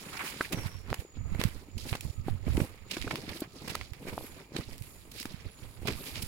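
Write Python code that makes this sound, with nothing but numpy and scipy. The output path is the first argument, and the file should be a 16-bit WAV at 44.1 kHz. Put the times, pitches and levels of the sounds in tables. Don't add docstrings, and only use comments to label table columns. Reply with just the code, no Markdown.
import sys
import numpy as np
from scipy import signal
from scipy.fft import rfft, irfft, next_fast_len
from scipy.io import wavfile

SR = 44100
rng = np.random.default_rng(int(sys.argv[2]) if len(sys.argv) > 2 else 0)


def generate_wav(sig):
    pcm = np.round(np.clip(np.atleast_2d(sig).T, -1, 1) * 32767).astype(np.int16)
    wavfile.write(sys.argv[1], SR, pcm)


N = 276771
TIME = np.arange(N) / SR
FFT_SIZE = next_fast_len(N, True)
HZ = np.maximum(np.arange(FFT_SIZE // 2 + 1) * SR / FFT_SIZE, 1)
SIDES = np.array([[1], [-1]])


def from_db(db):
    return 10 ** (np.asarray(db) / 20)


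def unit_rms(x):
    return x / np.sqrt(np.mean(x ** 2) + 1e-20)


def at_hz(rows, hz):
    points, *columns = np.transpose(rows)
    return [np.interp(np.log(hz), np.log(points), column) for column in columns]


def add(out, start_s, sound):
    start = max(round(start_s * SR), 0)
    out[..., start:start + sound.shape[-1]] += sound[..., :max(N - start, 0)]


def drift(per_s):
    return unit_rms(np.interp(TIME * per_s, np.arange(N // 8), rng.standard_normal(N // 8)))


def phrase(start_s, end_s, fade_s=0.025):
    return (np.tanh((TIME - start_s) / fade_s) - np.tanh((TIME - end_s) / fade_s)) / 2


def band(spectra, low_hz, high_hz):
    gain = 1 / np.sqrt((1 + (low_hz / HZ) ** 10) * (1 + (HZ / high_hz) ** 10))
    return unit_rms(irfft(spectra * gain, FFT_SIZE)[:, :N])


def narrow_noise(hz, width_hz):
    position = np.arange(len(hz)) * width_hz / SR
    knots = rng.standard_normal((2, N // 8))
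    in_phase, quadrature = [np.interp(position, np.arange(N // 8), row) for row in knots]
    phase = 2 * np.pi * np.cumsum(hz) / SR
    return unit_rms(in_phase * np.cos(phase) + quadrature * np.sin(phase))


def grains(per_s, spread_db, hiss):
    onsets = rng.random(N) < per_s / SR
    sizes = from_db(spread_db * np.minimum(rng.exponential(1, N), 5))
    snaps = unit_rms(onsets * sizes * rng.standard_normal((2, N)))
    return snaps + hiss * rng.standard_normal((2, N))


# frequency_hz, left_minus_right_db, correlation
PORT_FIELD = [(102, -2, 1), (414, 0, 0.81), (830, -0.5, 0.54), (1350, -3, 0.12), (2300, -7.5, -0.08),
              (5470, -11, -0.083), (7400, -1, 0.41), (12100, -2.5, -0.16), (16000, -3.5, 0.0083)]
def at_ports(pair, colour):
    balance_db, correlation = at_hz(PORT_FIELD, HZ)
    correlation = np.clip(correlation, -.98, .98)
    mid, side = rfft(pair, FFT_SIZE)
    spectra = np.sqrt(1 + correlation) * mid + SIDES * np.sqrt(1 - correlation) * side
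    mean_power = np.cosh(balance_db * np.log(10) / 20)
    return spectra * from_db(SIDES * balance_db / 2 + at_hz(colour, HZ)[0]) / np.sqrt(mean_power)


# frequency_hz, relative_density_db
HUSH_SPECTRUM = [(25, 21.5), (80, 5), (200, -3.5), (400, -5.5), (800, -12), (1130, -12.5), (1260, -7),
                 (1400, -19), (2400, -11.5), (3500, -23), (5000, -16.5), (6300, -45), (9000, -60),
                 (16000, -19)]
def forest_hush(level_db=-60):
    return from_db(level_db) * band(at_ports(rng.standard_normal((2, N)), HUSH_SPECTRUM), 46, 17000)


# start_s, end_s, pitch_hz, level_db
HOLLOW_TONES = [(1.15, 1.4, 1250, -70), (2.15, 2.3, 1260, -67), (3.3, 3.65, 1260, -67.5),
                (1.12, 1.38, 2000, -78), (3.94, 4.6, 2380, -70)]
def hollow_tones(relative_bandwidth=.13):
    out = np.zeros((2, N))
    for start_s, end_s, pitch_hz, level_db in HOLLOW_TONES:
        tone = np.array([narrow_noise(np.full(N, pitch_hz), relative_bandwidth * pitch_hz) for _ in out])
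        out += from_db(level_db) * phrase(start_s, end_s) * tone
    return out


# start_s, end_s, level_db (about which the pulses swing)
INSECT_PHRASES = [(0, 0.456, -60), (.93, 1.39, -64), (1.7, 2.2, -64), (2.42, 2.62, -67), (2.86, 3.05, -62),
                  (3.54, 3.932, -73), (4.24, 4.38, -64.5), (4.846, 5.012, -67), (5.538, 5.622, -63),
                  (5.947, 6.28, -68)]
def insects(pitch_hz=6973, jitter=.016, pulses_per_s=48, throb_db=4, chorus_db=-72.5):
    hz = pitch_hz * (1 + jitter * np.array([drift(600), drift(600)]))
    carrier = np.sqrt(2) * np.sin(2 * np.pi * np.cumsum(hz, axis=1) / SR)
    pulse_hz = pulses_per_s * (1 + .25 * drift(20))
    pulses = np.sin(2 * np.pi * np.cumsum(pulse_hz) / SR)
    nearest = sum(from_db(db) * phrase(start_s, end_s) for start_s, end_s, db in INSECT_PHRASES)
    return np.hypot(nearest, from_db(chorus_db)) * from_db(throb_db * pulses) * carrier


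# time_s, relative_level_db
GUSTS_AND_LULLS = [(0, -59), (.33, -59), (.62, -45), (.97, -54), (1.08, -73), (1.22, -37), (1.62, -45),
                   (1.85, -48), (2.3, -37), (2.58, -33), (2.72, -56.5), (3.1, -43.5), (3.48, -68.5),
                   (3.7, -46.5), (4.2, -50.5), (4.45, -76), (4.75, -41.5), (5.04, -62), (5.35, -45),
                   (5.54, -60.5), (5.8, -40), (6.28, -50)]
# frequency_hz, relative_density_db
TURBULENCE_SPECTRUM = [(15, 2.5), (30, -15), (50, 2), (70, 2.5), (100, 3.5), (150, -12), (250, -19.5),
                       (500, -66)]
# time_s, envelope_peak_db, pitch_hz
EDDIES = [(0.546, -22, 110), (0.579, -24.5, 100), (.662, -18.5, 108), (.756, -28.5, 86),
          (0.916, -19.5, 100), (0.995, -22, 74), (1.325, -22, 115), (1.358, -19.5, 86.5), (1.395, -17, 169),
          (1.455, -10.5, 121), (1.926, -17, 99), (2.054, -21, 85), (2.105, -22.5, 75), (2.268, -22.5, 129),
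          (2.352, -24, 75.5), (2.471, -14.5, 150), (2.527, -19, 78), (2.553, -19, 122), (2.618, -12.5, 145),
          (3.069, -29, 70), (3.703, -27.5, 117), (3.922, -26, 82.5), (4.14, -29, 160), (4.599, -24, 104),
          (4.68, -32, 75), (4.815, -25, 88), (5.345, -26, 138), (5.855, -29, 110), (5.924, -27, 75),
          (6.238, -23.5, 92)]
def port_wind(gain_db=2.5, stride_db=2, lumpy_db=6, eddy_cycles=0.29, shelter_db=-16, leak_db=-34):
    gust_db = np.interp(TIME, *np.transpose(GUSTS_AND_LULLS)) + gain_db
    envelope = from_db(gust_db + stride_db * stride() + lumpy_db * drift(30))
    spectra = rfft(rng.standard_normal((2, N)), FFT_SIZE) * from_db(at_hz(TURBULENCE_SPECTRUM, HZ)[0])
    left, right = envelope * unit_rms(irfft(spectra, FFT_SIZE)[:, :N])
    t = np.arange(-(SR // 25), SR // 25) / SR
    for time_s, peak_db, pitch_hz in EDDIES:
        cycles = pitch_hz * t - 0.044 * (pitch_hz * t) ** 2
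        puff = from_db(peak_db) * np.exp(-.5 * (pitch_hz * t / eddy_cycles) ** 2)
        add(right, time_s + t[0], puff * np.sin(2 * np.pi * (cycles + rng.random())))
    return np.array([from_db(shelter_db) * left + from_db(leak_db) * right, right])


# start_s, end_s, start_hz, middle_hz, end_hz, level_db, width_hz
NYLON_SLIDES = [(0, 0.146, 10300, 9300, 9100, -65, 200), (0.535, 0.665, 5900, 5680, 5200, -53.5, 650),
                (0.56, 0.87, 5650, 5550, 5450, -61.5, 750), (4.195, 4.305, 10700, 12050, 8300, -59.5, 450),
                (4.13, 4.32, 10900, 11700, 10600, -59.5, 2200),
                (4.285, 4.395, 12700, 11500, 9000, -69, 300), (4.28, 4.37, 11200, 10600, 9400, -69, 300),
                (4.79, 4.98, 11100, 11500, 10700, -63, 3200), (5.455, 5.61, 9900, 10950, 10050, -66, 220),
                (5.68, 5.79, 10200, 10700, 9100, -65, 400), (5.63, 5.81, 11800, 13300, 10200, -74.5, 700),
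                (5.92, 6.19, 11200, 11900, 10900, -54.5, 3000)]
def nylon_zips():
    out = np.zeros((2, N))
    for start_s, end_s, start_hz, middle_hz, end_hz, level_db, width_hz in NYLON_SLIDES:
        progress = np.linspace(0, 1, round((end_s - start_s) * SR))
        glide_hz = np.polyval(np.polyfit([0, .5, 1], [start_hz, middle_hz, end_hz], 2), progress)
        envelope = from_db(level_db) * np.sqrt(2) * np.sin(np.pi * progress)
        add(out, start_s, envelope * np.array([narrow_noise(glide_hz, width_hz) for _ in out]))
    return out


# frequency_hz, relative_density_db
CONTACT_SPECTRUM = [(150, 2.5), (400, -2), (720, -11.5), (950, -9), (1400, -8), (1750, -8), (2300, -5),
                    (3000, -9), (4800, -10), (6400, -17), (8500, -16), (11000, -12.5), (13000, -14.5),
                    (16000, -12)]
def foliage(dryness_db, patchy_db=3.5, leaf_sizes=7):
    edges_hz = np.geomspace(700, 6500, leaf_sizes + 1)
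    crackle, power = 0, 0
    for low, high, tilt in zip(edges_hz, edges_hz[1:], np.linspace(-1.01, 1.01, leaf_sizes)):
        snaps = band(at_ports(grains(per_s=1100, spread_db=2, hiss=0.64), CONTACT_SPECTRUM), low, high)
        density_db = at_hz(CONTACT_SPECTRUM, np.sqrt(low * high))[0] + tilt * dryness_db
        gain = from_db(density_db) * np.sqrt(high - low)
        crackle += gain * from_db(patchy_db * drift(75)) * snaps
        power += gain ** 2
    return crackle / np.sqrt(power)


def stroke_power(t, peak_db, rise_s, fall_s, shape=1.19):
    distance = np.abs(t / np.where(t < 0, rise_s, fall_s))
    return from_db(peak_db) ** 2 * np.exp(-2 * np.minimum(distance, 20) ** shape)


# time_s, rise_s, fall_s, foliage_db, dryness_db, nylon_db
SWEEPS = [(.04, 0.39, 0.41, -52, 2.5, -54.5), (.235, 0.125, 0.084, -39.5, -5, -49),
          (.36, 0.024, 0.15, -47.5, 1.5, -53.5), (0.417, 0.014, 0.037, -39.5, -1.5, -44.5),
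          (.67, 0.12, 0.027, -47.5, -5, -53), (1.0, 0.017, 0.03, -54, 3, -54.5),
          (1.17, 0.025, 0.032, -62, -1, -78), (1.33, 0.09, 0.11, -56.5, -8.5, -67),
          (1.55, 0.083, 0.087, -61, 9, -63), (1.81, 0.022, 0.026, -48, 9, -52.5),
          (2.031, 0.0089, 0.095, -51.5, 3, -54), (2.281, 0.029, 0.073, -51.5, -4.5, -58),
          (2.495, 0.048, 0.22, -49.5, -4.5, -58), (2.69, .03, 0.039, -72, 2, -66.5),
          (2.911, 0.015, 0.19, -46, 3.5, -51.5), (3.295, 0.024, 0.04, -44, -1, -59),
          (3.365, 0.051, 0.035, -47.5, 4, -51.5), (3.422, 0.0052, 0.026, -45.5, -3, -67),
          (3.56, 0.036, 0.055, -57.5, 13, -61.5), (4.25, 0.21, 0.085, -54, -0.5, -55.5),
          (4.4, 0.048, 0.031, -50.5, -1.5, -65), (4.725, 0.045, 0.049, -51, 4.5, -54.5),
          (4.85, 0.083, 0.3, -60, -1, -56.5), (5.155, 0.024, 0.078, -51, 8, -53),
          (5.32, 0.057, 0.11, -56, 0.5, -62), (5.47, 0.17, 0.089, -57, 2.5, -68),
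          (5.634, 0.077, 0.089, -56.5, 0, -57.5), (5.78, 0.097, 0.038, -62.5, -9, -73.5),
          (6.06, 0.21, 0.081, -54, -0.5, -50.5), (6.22, 0.23, 0.47, -50.5, 3, -51.5)]
# time_s, rise_s, fall_s, scuff_db, foliage_db, dryness_db, nylon_db
FOOTFALLS = [(.55, 0.029, 0.15, -40.5, -47, -4, -53), (.915, 0.056, 0.072, -45, -49, -5.5, -64),
             (1.42, 0.038, 0.12, -46, -47, -4, -52.5), (1.897, 0.053, 0.047, -47.5, -44, 7, -46),
             (2.612, 0.058, 0.044, -39, -48.5, -2, -45), (3.11, 0.05, 0.21, -43, -50, 6, -55.5),
             (3.72, 0.13, 0.12, -49, -48.5, 5, -56.5), (4.095, 0.09, 0.22, -46.5, -55, 1, -56.5),
             (4.58, 0.03, 0.05, -41, -45, 1.5, -51.5), (5.213, 0.029, 0.042, -74, -47.5, 9, -50),
             (5.88, 0.023, 0.066, -37, -40.5, 3.5, -54)]
def stroke_levels(sweep_rub_db=0.5, rub_limit_db=-50):
    sweeps = [(time_s, rise_s, fall_s, min(leaf_db + sweep_rub_db, rub_limit_db), leaf_db, *rest)
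              for time_s, rise_s, fall_s, leaf_db, *rest in SWEEPS]
    scuff, leaves, nylon = from_db([-64, -73, -80]) ** 2
    dryness, coarse_time = 0, TIME[::40]
    for time_s, rise_s, fall_s, scuff_db, leaf_db, dryness_db, nylon_db in list(FOOTFALLS) + sweeps:
        t = coarse_time - time_s
        touched = stroke_power(t, leaf_db, rise_s, fall_s)
        leaves += touched
        dryness += touched * dryness_db
        scuff += stroke_power(t, scuff_db, 1.25 * rise_s, 0.74 * fall_s)
        nylon += stroke_power(t, nylon_db, 0.9 * rise_s, 1.07 * fall_s)
    curves = 10 * np.log10(scuff), 10 * np.log10(leaves), dryness / leaves, 10 * np.log10(nylon)
    return [np.interp(TIME, coarse_time, curve) for curve in curves]


def stride(lag_cycles=0.038):
    times = np.array(FOOTFALLS)[:, 0]
    period_s = np.diff(times).mean()
    times = np.r_[times[0] - period_s, times, times[-1] + period_s]
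    cycles = np.interp(TIME, times, np.arange(len(times)))
    return np.cos(2 * np.pi * (cycles - lag_cycles))


def brushing(lumpy_db=4.5, flutter_db=1.13, tick_db=-13, flicks_per_s=28, flick_decay_s=0.0035):
    scuff_db, leaf_db, dryness_db, nylon_db = stroke_levels()
    friction = at_ports(grains(per_s=3000, spread_db=2, hiss=1.07), CONTACT_SPECTRUM)
    catching_db = flutter_db * drift(170)
    scuff = from_db(scuff_db - 0.5 + lumpy_db * drift(90)) * band(friction, 106, 865)
    leaves = from_db(leaf_db - 0.5 + catching_db) * foliage(dryness_db)
    nylon = from_db(nylon_db - 1.06 + 0.99 * catching_db) * band(friction, 6900, 12700)
    onsets = rng.random(N) < flicks_per_s / SR
    flicks = unit_rms(signal.lfilter([1], [1, -np.exp(-1 / (SR * flick_decay_s))], onsets + 1e-18))
    ticks = from_db((leaf_db + nylon_db) / 2 + tick_db) * flicks * band(friction, 2300, 20000)
    return scuff + leaves + nylon + ticks


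# time_s, peak_db, pitch_hz, t60_s
IMPACTS = [(0.4077, -19.5, 383, 0.0075), (0.4092, -18.5, 1345, 0.022), (0.4098, -17, 1510, 0.013),
           (0.4105, -24.5, 2030, 0.013), (0.533, -24.5, 218, 0.0092), (.9287, -25.5, 520, 0.0052),
           (.929, -15.5, 1360, 0.001), (1.049, -39.5, 388, 0.03), (1.169, -38.5, 260, .025),
           (1.684, -42, 277, .03), (1.77, -35.5, 214, 0.035), (1.413, -25.5, 473, 0.0083),
           (1.4374, -28, 438, 0.01), (1.952, -27, 700, 0.0049), (2.2821, -22, 297, 0.011),
           (2.283, -29.5, 780, 0.033), (2.4795, -26.5, 337, 0.018), (2.5775, -16.5, 293, 0.015),
           (2.6009, -24, 332, 0.02), (2.969, -31, 343, 0.03), (3.044, -30.5, 274, 0.028),
           (3.071, -30.5, 440, 0.027), (3.0774, -26, 1410, 0.0069), (3.11, -30, 620, 0.0095),
           (3.1106, -26.5, 1220, 0.0099), (3.279, -32.5, 257, 0.021), (3.42, -22.5, 313, 0.019),
           (3.752, -23.5, 1290, 0.013), (4.027, -40, 409, 0.022), (4.069, -32, 390, 0.014),
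           (4.085, -33.5, 378, 0.01), (4.179, -20.5, 734, 0.005), (4.21, -31, 500, 0.0041),
           (4.52, -35, 324, 0.01), (4.563, -27, 353, 0.017), (4.5888, -27.5, 313, 0.0076),
           (5.2544, -32.5, 290, 0.024), (5.2545, -27, 1480, 0.0023), (5.818, -39, 328, .025),
           (5.852, -32, 232, .025)]
def knocks(contact_cycles=0.27, rattle=0.21):
    out, t = np.zeros((2, N)), np.arange(SR // 12) / SR
    for time_s, peak_db, pitch_hz, t60_s in IMPACTS:
        around_pitch = signal.butter(2, [pitch_hz / 2, pitch_hz * 2], "band", fs=SR, output="sos")
        noise = unit_rms(signal.sosfilt(around_pitch, rng.standard_normal(len(t))))
        envelope = (1 - np.exp(-t * pitch_hz / contact_cycles)) * from_db(-60 * t / t60_s)
        ring = envelope * (np.sin(2 * np.pi * pitch_hz * t) + rattle * noise)
        balance_db = at_hz(PORT_FIELD, pitch_hz)[0]
        add(out, time_s, from_db(peak_db + SIDES * balance_db / 2) * ring / np.abs(ring).max())
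    return out


LITTER_EDGES = [150, 700, 2500, 7000, 17000]
# time_s, width_s, level_db, centre_hz, spread_octaves
FRACTURES = [(0.2075, 0.0089, -37, 1390, 0.37), (0.273, 0.019, -41, 6000, 1.4),
             (0.528, 0.0028, -31, 5000, 1.3), (0.536, 0.0027, -37.5, 3500, 1.5),
             (0.903, .0008, -34.5, 350, 1.9), (0.9433, 0.0011, -31.5, 3500, 3.9),
             (1.3493, 0.00057, -31, 230, 1.24), (1.401, 0.0033, -35.5, 1200, 1.6),
             (1.4147, 0.00054, -26.5, 1600, 1.4), (1.4387, 0.00064, -24, 8000, 4.1),
             (1.489, .0004, -51, 11000, 1.2), (1.782, 0.002, -42.5, 5000, 0.67),
             (1.9293, 0.0002, -25, 1080, 1.1), (1.9374, 0.0005, -34, 1290, 0.96),
             (1.954, 0.0015, -32, 450, 2.1), (2.0092, 0.00064, -33.5, 7500, 0.92),
             (2.5706, 0.0011, -35, 2200, 1.2), (2.604, 0.0014, -28.5, 420, 1.4),
             (2.914, 0.002, -31.5, 4700, 0.47), (2.9235, 0.00054, -38, 4500, 0.51),
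             (2.94, 0.0046, -39, 4000, 0.37), (2.9693, 0.0011, -31, 450, 1.8),
             (3.016, 0.00064, -34, 4000, 0.46), (3.024, 0.00048, -32.5, 2900, .6),
             (3.081, 0.0012, -32, 250, 1.1), (3.1103, .0003, -27, 1990, 0.71),
             (3.112, 0.0022, -31.5, 1300, 0.86), (3.1574, 0.00038, -27, 2400, 1.2),
             (3.294, 0.00042, -38.5, 3000, 0.79), (3.406, .0016, -36, 10000, 0.52),
             (3.6804, 0.0022, -35, 900, 2.5), (3.7007, 0.0055, -38, 3040, 0.97),
             (3.7535, 0.001, -29, 2500, 1.4), (3.8127, 0.00045, -33, 2000, 0.58),
             (3.935, 0.00011, -34.5, 1510, 1.4), (4.085, 0.0083, -41, 500, 2.3),
             (4.566, 0.0014, -31.5, 2370, 0.91), (4.781, 0.00035, -41, 9000, 1.6),
             (4.823, .0004, -39.5, 13000, 0.99), (5.1183, 0.0023, -46, 9000, 1.03),
             (5.19, 0.0073, -43.5, 4200, .5), (5.2003, 0.00056, -31.5, 6000, 0.77),
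             (5.229, 0.0008, -37, 9000, 1.8), (5.2564, 0.00036, -31, 800, 5.4),
             (5.874, 0.00066, -28, 4000, 2.1), (5.8838, 0.0022, -28.5, 1410, 1.1),
             (5.925, 0.00029, -36.5, 4500, 1), (6.075, 0.012, -42.5, 4170, 0.75),
             (6.157, 0.00054, -33.5, 3200, 0.6), (6.165, 0.013, -42, 3080, 0.63),
             (6.2256, 0.0033, -35.5, 7550, 0.57)]
def crunches(crumbs_db=-17, settle_s=0.013, splinter_db=-26, lead_s=.04):
    t = np.arange(SR // 8) / SR - lead_s
    lows, highs = LITTER_EDGES[:-1], LITTER_EDGES[1:]
    middles_hz = np.sqrt(np.multiply(lows, highs))
    skew = np.where(t < 0, 0.83, 1.32)
    crumbs = from_db(crumbs_db) ** 2 * (t > 0) * np.exp(-np.abs(t) / settle_s)
    band_power = np.zeros((4, N))
    for time_s, width_s, level_db, centre_hz, spread_octaves in FRACTURES:
        shares = np.exp(-.5 * (np.log2(middles_hz / centre_hz) / spread_octaves) ** 2)
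        shares += from_db(splinter_db) ** 2
        shares /= shares.sum()
        burst = np.exp(-.5 * (t / (width_s * skew)) ** 2)
        add(band_power, time_s - lead_s, from_db(level_db) ** 2 * shares[:, None] * (burst + crumbs))
    snaps = at_ports(grains(per_s=18000, spread_db=1.45, hiss=0.29), CONTACT_SPECTRUM)
    return sum(np.sqrt(power) * band(snaps, low, high) for power, low, high in zip(band_power, lows, highs))


def scene():
    walker = crunches() + knocks() + brushing() + port_wind() + nylon_zips()
    return walker + insects() + forest_hush() + hollow_tones()


def record(dry):
    return signal.sosfilt(signal.ellip(10, .1, 70, 15900, fs=SR, output="sos"), dry)


dry = scene()
out = record(dry)
generate_wav(out)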